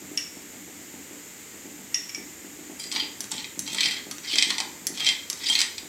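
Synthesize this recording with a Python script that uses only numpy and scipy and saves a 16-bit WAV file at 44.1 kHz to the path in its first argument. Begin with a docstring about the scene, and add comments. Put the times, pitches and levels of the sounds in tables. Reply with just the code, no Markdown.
"""A small hard-walled kitchen: a steel spoon clinks on a hand-held glass bowl of paste, then
scrapes round a stone mortar, stroke after stroke. In each stroke it grinds over the grit and
catches on pits; between strokes its tip ticks on the stone. Each touch is a push and a chatter
of tiny impacts that ring the resonances of steel, stone or glass.
Dull thuds, a steady hiss and a low rumble lie behind."""
import sys
import numpy as np
from scipy import signal
from scipy.fft import rfft, irfft, next_fast_len
from scipy.io import wavfile

SR = 44100
rng = np.random.default_rng(int(sys.argv[2]) if len(sys.argv) > 2 else 0)


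def wav_out(sig):
    """Save sig, one row per channel (or a flat mono array), as 16-bit PCM at SR to the path in sys.argv[1]."""
    wavfile.write(sys.argv[1], SR, np.round(np.clip(np.atleast_2d(sig).T, -1, 1) * 32767).astype(np.int16))


N = 259308
TIME = np.arange(N) / SR
HIT_TIME = TIME[:SR // 4]

# Table levels are relative; each layer sets its own gain.
# scraping strokes: (start [s], hardest press [s], end [s], level at that press [dB],
# swell up to it [dB], easing after it [dB], brightness at that press [dB], dulling [dB/s])
SCRAPE_STROKES = [(2.797, 2.817, 2.87, -39.5, 0, 2.5, 4.5, -2), (2.91, 2.97, 3.09, -24, 21, 14.5, -21, 100),
                  (3.319, 3.384, 3.43, -30, 1, 2, -11, 130), (3.666, 3.857, 4, -20.5, 18, 14.5, -16.5, 72),
                  (4.242, 4.329, 4.55, -24, 10, 5, -9, 17), (4.94, 5.075, 5.15, -17, 25, 17, -13.5, 20),
                  (5.371, 5.505, 5.63, -20, 20, 6.5, -9, 31)]
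# the edge catches on a deep pit: (time [s], level [dB], brightness [dB], knock [dB], squeal [dB])
PIT_CATCHES = [(2.7993, -31, 10, -32, -27), (2.8393, -21, 2, -32, -18), (2.9158, -14.5, -3, -32, -24),
               (2.924, -14.5, 0, -8, -23), (2.961, -9, -35, -7.5, -30), (3.3157, -14.5, 18, -1, -16),
               (3.4436, -18.5, -20, -30, -5), (3.6762, -17, 0, -5, -6), (3.7465, -14.5, 6, -4.5, -6),
               (3.7837, -10.5, -42, -35, -6), (3.8068, -4, -11, -42, -4), (3.8325, -6, -20, -42, -25),
               (3.8578, -10.5, -9, -42, 5), (4.3565, -8.5, -9, -14, -16), (4.3846, -1, -10.5, -46, -4),
               (4.4242, -0.5, -6, -40, -17), (4.5043, -5.5, -8, -8, -33), (4.582, -9.5, -8, -7, -30),
               (4.6022, -8.5, -6, -4, -33.5), (4.9748, -19.5, -2, -6, -2), (5.005, -17, -8, -2.5, 5.5),
               (5.0655, -6, -16, -42, 0), (5.0889, -3, -11, -46, -5.5), (5.4988, -11, 15, -4.5, 9),
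               (5.5529, -6, -28, -38, -15), (5.5898, -5, -4, -36, -19), (5.6045, -6, -2, -18, -23),
               (5.6153, -3.5, -2, -40, -25), (5.7807, -15, -6, -40, -30)]
# light ticks of the tip on stone: (time [s], level [dB], tilt [dB/octave], chatter decay [s])
TIP_TICKS = [(3.2058, -15, -2.5, 0.0068), (3.242, -24.5, -7, 0.0018), (3.5925, -12, 0, 0.0055),
             (4.1121, -17.5, -6, 0.006), (4.1831, -25.5, -12, 0.0018), (4.8688, -8.5, 1, 0.006),
             (5.3, -11, -3, 0.0036), (5.3298, -19.5, -8, 0.0021)]
# spoon on the glass bowl: (time [s], level [dB], tilt [dB/octave], low ring [dB])
BOWL_CLINKS = [(0.1743, -11, -1.5, -28), (0.1800, -24.5, 0.5, -9.5), (1.9436, -8.5, -1.5, -31),
               (2.093, -24.5, -1, -12.5), (2.1469, -20, -1, -7.5)]
# dull background thuds: (time [s], level [dB], depth [dB])
DULL_THUDS = [(0.021, -34.5, -4), (0.115, -31, -22), (0.37, -34.5, -23), (0.535, -35, -12),
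              (0.678, -36.5, -28), (0.793, -37, -13), (0.94, -33.5, -21), (1.11, -32.5, -18),
              (1.542, -36, -28), (1.655, -31.5, -11), (1.79, -34.5, -8.5), (2.179, -30.5, -11.5),
              (2.446, -32, -30), (2.59, -33, -30), (2.698, -32, -10.5), (2.855, -37, -6),
              (2.947, -32.5, -20), (3.025, -32.5, -12), (3.201, -36.5, -4), (3.329, -33, -3.5),
              (3.575, -30.5, -3), (3.73, -31.5, -10.5), (3.851, -33.5, -12), (3.966, -38.5, -18),
              (4.068, -33, -14), (4.335, -29, -28), (4.469, -30, -12), (4.669, -35.5, -14),
              (4.818, -38, -4), (4.903, -32, -7.5), (5.031, -34.5, -16), (5.501, -37, -18), (5.83, -36, -9)]

# resonances, all as (frequency [Hz], width [Hz], level [dB])
STONE_MODES = [(864, 86, -20.5), (1985, 405, -6), (2480, 425, -2.5), (3067, 106, 0), (3267, 240, 0.5),
               (3853, 264, -1), (4000, 196, 5), (4250, 714, 2), (5044, 880, 0), (5420, 105, -2.5),
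               (5760, 117, -2), (6220, 1720, -7), (7140, 1100, -8), (7760, 310, -5.5), (8500, 340, -12.5),
               (10300, 1800, -26), (13800, 3000, -42)]  # spoon and stone in contact
HOLLOW_MODES = [(866, 160, 23), (1460, 74, 16)]  # the mortar's cavity
SQUEAL_MODES = [(3200, 45, 12), (3330, 45, -5)]  # the sticking edge
TIP_MODES = [(2320, 1560, -19), (3315, 55, -5), (3740, 140, -10.5), (4400, 81, -2), (5230, 1060, -4.5),
             (6300, 800, 4), (6400, 1500, -3.5), (7400, 310, -2), (8850, 410, -6.5), (10240, 670, -5.5),
             (10900, 700, -4), (12200, 1100, -13.5), (15500, 860, -20)]  # the spoon's tip
STEEL_RING_MODES = [(4789, 11, 0), (4940, 35, -7)]  # the spoon's thin, lasting ring
BOWL_MODES = [(1920, 145, -16.5), (2650, 300, -10), (2910, 330, -11), (3470, 190, -15.5),
              (4400, 250, -14.5), (5040, 54, -2), (5330, 80, 2.5), (5450, 110, 7), (5650, 130, 6.5),
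              (5800, 140, -4), (5970, 160, -9), (6630, 170, -7), (7600, 870, -19), (10150, 200, -15),
              (10620, 200, -17), (12400, 40, -14), (13450, 60, -22), (14950, 150, -27)]  # the damped glass
BOWL_RING_MODES = [(2294, 49, 0)]  # the glass's low ring
THUD_MODES = [(157, 80, -16), (297, 36, 4.5), (430, 330, -21), (490, 79, -22), (850, 60, -17)]  # the low body of a thud
# how freely the spoon rings: (time [s], level [dB])
RING_FREEDOM = [(2.8, 19), (3.0, 15), (3.3, -5), (4.2, 6), (5.6, 10.5)]

# the kitchen's reverb: (frequency [Hz], time to fall 60 dB [s], level [dB])
KITCHEN_REVERB = [(153, 0.99, 7.5), (504, 0.15, -1), (935, 0.53, 6), (2310, 0.3, 0.5), (4970, 0.53, -10),
                  (8550, 0.32, -3.5), (15000, 0.073, -16)]
# tone of the two background noises: (frequency [Hz], spectral level [dB])
HISS_SPECTRUM = [(590, -11), (1000, -23.5), (1080, -14), (1150, -10.5), (1730, -6), (2080, -2), (2530, -7),
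                 (2740, -7), (4120, -11), (5830, -9.5), (7100, 1.5), (8260, -5.5), (9600, -17.5),
                 (13600, -9), (16000, -23)]
RUMBLE_SPECTRUM = [(25, -20), (42, -18), (60, -6), (85, -1), (120, -9), (170, -1), (290, 3.5), (420, -0.5),
                   (680, -11), (950, -8), (1300, -18), (2500, -79)]


def scraping(grains_per_s=3200, spread_db=3.0, slip_db=4.0, slips_per_s=150,
             level_db=-6, slide_db=3.5, slides_per_s=45, squeal_db=-13):
    """The spoon runs over grit: random tiny impacts, bunched by stick and slip, with a faint squeal."""
    pressure, bright_db = pressing()
    grains = (rng.random(N) < grains_per_s / SR) * rng.choice([-1, 1], N)
    grain_size = from_db(spread_db * np.minimum(rng.exponential(1, N), 4))
    stick_slip = from_db(slip_db * drift(slips_per_s))
    body_gain = np.linalg.norm(resonate(HIT_TIME == 0, STONE_MODES))
    force = rms_one(grains * grain_size * stick_slip) * pressure * from_db(level_db) / body_gain
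    edge = edge_colour(bright_db)
    # the point of contact slides along the rim, so the resonances swell and fade in turn
    grinding = resonate(force, STONE_MODES, lambda hz: edge(hz) + slide_db * drift(slides_per_s))
    return grinding + from_db(squeal_db) * resonate(force, SQUEAL_MODES)


def pressing(fade_s=0.012):
    """Each stroke swells to its hardest press and eases off, mostly dulling: gain, brightness in dB."""
    gain, brightness = np.zeros(N), np.zeros(N)
    for start, hardest, end, db, swell_db, ease_db, bright_db, dulling in SCRAPE_STROKES:
        touching = np.clip(1 + np.minimum(TIME - start, end - TIME) / fade_s, 0, 1)
        gain += touching * from_db(db - np.interp(TIME, [start, hardest, end], [swell_db, 0, ease_db]))
        brightness += (touching > 0) * (bright_db - dulling * (TIME - hardest))
    return gain, brightness


def edge_colour(bright_db, neutral_db=-10.0, corner_hz=6000, steepness=5.7):
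    """A sharper edge on the stone drives the upper resonances harder: a treble shelf in dB."""
    return lambda hz: (bright_db - neutral_db) / (1 + (corner_hz / hz) ** steepness)


def catches(level_db=-5.0, knock_trim_db=-11, squeal_trim_db=-3, chatter_s=0.0061):
    """The edge snags; some catches add a hollow knock from the mortar, a sticking edge squeals."""
    out = np.zeros(N)
    for s, db, bright_db, knock_db, squeal_db in PIT_CATCHES:
        force = contact(chatter_s, rough=1.09)
        spoon = strike(force, touch_point(STONE_MODES), edge_colour(bright_db))
        hollow = from_db(knock_db + knock_trim_db) * strike(force, HOLLOW_MODES)
        squeal = from_db(squeal_db + squeal_trim_db) * strike(force, SQUEAL_MODES)
        add(out, s, from_db(db + level_db) * (spoon + hollow + squeal))
    return out


def ticks(level_db=-3):
    """The tip touches the stone on its way back: short and bright."""
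    out = np.zeros(N)
    for s, db, tilt, chatter_s in TIP_TICKS:
        force = contact(chatter_s, rough=0.91)
        tick = strike(force, touch_point(TIP_MODES), lambda hz: tilt * np.log2(hz / SR))
        add(out, s, from_db(db + level_db) * tick)
    return out


def steel_ring(touches):
    """Every touch of the stone also feeds the thin, lasting ring of the steel."""
    freedom = from_db(np.interp(TIME, *np.transpose(RING_FREEDOM)))
    return resonate(touches * freedom, STEEL_RING_MODES)


def clinks():
    """Glass damped by paste and palm; a soft touch favours its low ring."""
    out = np.zeros(N)
    for s, db, tilt, ring_db in BOWL_CLINKS:
        force = contact(chatter_s=.004, rough=.5)
        bowl = strike(force, BOWL_MODES, lambda hz: tilt * np.log2(hz / SR))
        low_ring = from_db(ring_db) * strike(force, BOWL_RING_MODES)
        add(out, s, from_db(db) * (bowl + low_ring))
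    return out


def thuds(level_db=2.5, neutral_depth_db=-13, bass_hz=210, slap_s=.02, slap_db=-4):
    """Soft low knocks, some deeper than others, each followed by a slap off the wall."""
    out = np.zeros(N)
    for s, db, depth_db in DULL_THUDS:
        force = contact(chatter_s=.004, rough=.3)
        body = touch_point(THUD_MODES, spread_db=1.5, detune=.02)
        bass_db = depth_db - neutral_depth_db
        thud = from_db(db + level_db) * strike(force, body, lambda hz: (hz < bass_hz) * bass_db)
        add(out, s, thud)
        add(out, s + slap_s, from_db(slap_db) * thud)
    return out


def kitchen(send, first_echo_s=0.0035, build_s=0.0019):
    """Dense reflections off hard walls die away band by band."""
    t = TIME[:SR * 3 // 5]
    edges_hz = np.geomspace(70, 17000, 12)
    onset = np.clip((t - first_echo_s) / build_s, 0, 1)
    white = rng.standard_normal((2, len(t)))
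    tail = 0
    for k, (low, high) in enumerate(zip(edges_hz, edges_hz[1:])):
        t60, db = at_hz(KITCHEN_REVERB, np.sqrt(low * high))
        envelope = onset * np.exp(-np.log(1000) * t / t60)
        band = signal.sosfilt(signal.butter(2, [low, high], "band", fs=SR, output="sos"), white[k % 2])
        tail = tail + from_db(db) * band * envelope / np.linalg.norm(envelope)
    return signal.fftconvolve(send, tail)[:N]


def room_tone(hiss_db=-44.5, rumble_db=-51.5):
    """A steady bed of hiss over a low rumble."""
    hiss = from_db(hiss_db) * coloured_noise(HISS_SPECTRUM)
    rumble = from_db(rumble_db) * coloured_noise(RUMBLE_SPECTRUM)
    return hiss + rumble


def contact(chatter_s, rough):
    """One sharp push, then a dying chatter of tiny ones; rough is their joint strength."""
    chatter = rng.standard_normal(len(HIT_TIME)) * np.exp(-HIT_TIME / chatter_s)
    return (HIT_TIME == 0) + rough * chatter / np.linalg.norm(chatter)


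def touch_point(modes, spread_db=1.0, detune=0.0096):
    """Where a hit lands sets how strongly each resonance is fed, and bends its pitch."""
    chance = rng.standard_normal((len(modes), 2))
    return [(hz * (1 + detune * bend), width, db + spread_db * feed)
            for (hz, width, db), (bend, feed) in zip(modes, chance)]


def strike(force, modes, colour=lambda hz: 0, crest=3.07):
    """A struck body's ring, scaled on its first 7 ms to peak near 1."""
    ring = resonate(force, modes, colour)
    attack = ring[HIT_TIME < .007]
    return ring / (crest * np.sqrt(np.mean(attack ** 2)))


def resonate(force, modes, colour=lambda hz: 0):
    """Parallel resonances of alternating sign; colour(hz) is how hard each is driven, in dB."""
    out = 0
    for k, (hz, width, db) in enumerate(modes):
        r, w = np.exp(-np.pi * width / SR), 2 * np.pi * hz / SR  # pole radius and angle
        drive = force * from_db(db + colour(hz)) + 1e-18
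        ring = signal.lfilter(np.array([1, 0, -1]) * (1 - r * r) / 2, [1, -2 * r * np.cos(w), r * r], drive)
        out = out + (-1) ** k * ring
    return out


def drift(per_s):
    """A random wander of spread about 1."""
    return np.interp(TIME * per_s, np.arange(4000), rng.standard_normal(4000))


def coloured_noise(spectrum):
    """Steady noise of a given spectrum, rms 1."""
    size = next_fast_len(N)
    db, = at_hz(spectrum, np.maximum(np.fft.rfftfreq(size, 1 / SR), 1))
    return rms_one(irfft(rfft(rng.standard_normal(size)) * from_db(db), size)[:N])


def at_hz(points, hz):
    """Read each column of a table along log frequency."""
    known_hz, *columns = np.transpose(points)
    return [np.interp(np.log(hz), np.log(known_hz), column) for column in columns]


def from_db(db):
    """Decibels to gain."""
    return 10 ** (np.asarray(db) / 20)


def rms_one(x):
    """Scale to rms 1."""
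    return x / np.sqrt(np.mean(x ** 2) + 1e-20)


def add(out, s, sound):
    """Mix a sound in at s seconds."""
    at = round(s * SR)
    out[at:at + len(sound)] += sound[:N - at]


def scene(tick_send_db=0.5, clink_send_db=3.5, thud_send_db=-0.5):
    """Spoon, bowl and thuds share one reverb over the room tone, in mono."""
    mortar = scraping() + catches()
    tip, glass, knocks = ticks(), clinks(), thuds()
    mortar = mortar + steel_ring(mortar + tip)
    send = (mortar + from_db(tick_send_db) * tip + from_db(clink_send_db) * glass
            + from_db(thud_send_db) * knocks)
    return (mortar + tip + glass + knocks + kitchen(send) + room_tone())[None]


def record(dry, low_cut_hz=62, high_cut_hz=16000):
    """The microphone loses the deep bass; the top is cut steeply."""
    thin = signal.sosfilt(signal.butter(2, low_cut_hz, "high", fs=SR, output="sos"), dry)
    return signal.sosfilt(signal.ellip(10, .1, 80, high_cut_hz, fs=SR, output="sos"), thin)


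dry = scene()
out = record(dry)
wav_out(out)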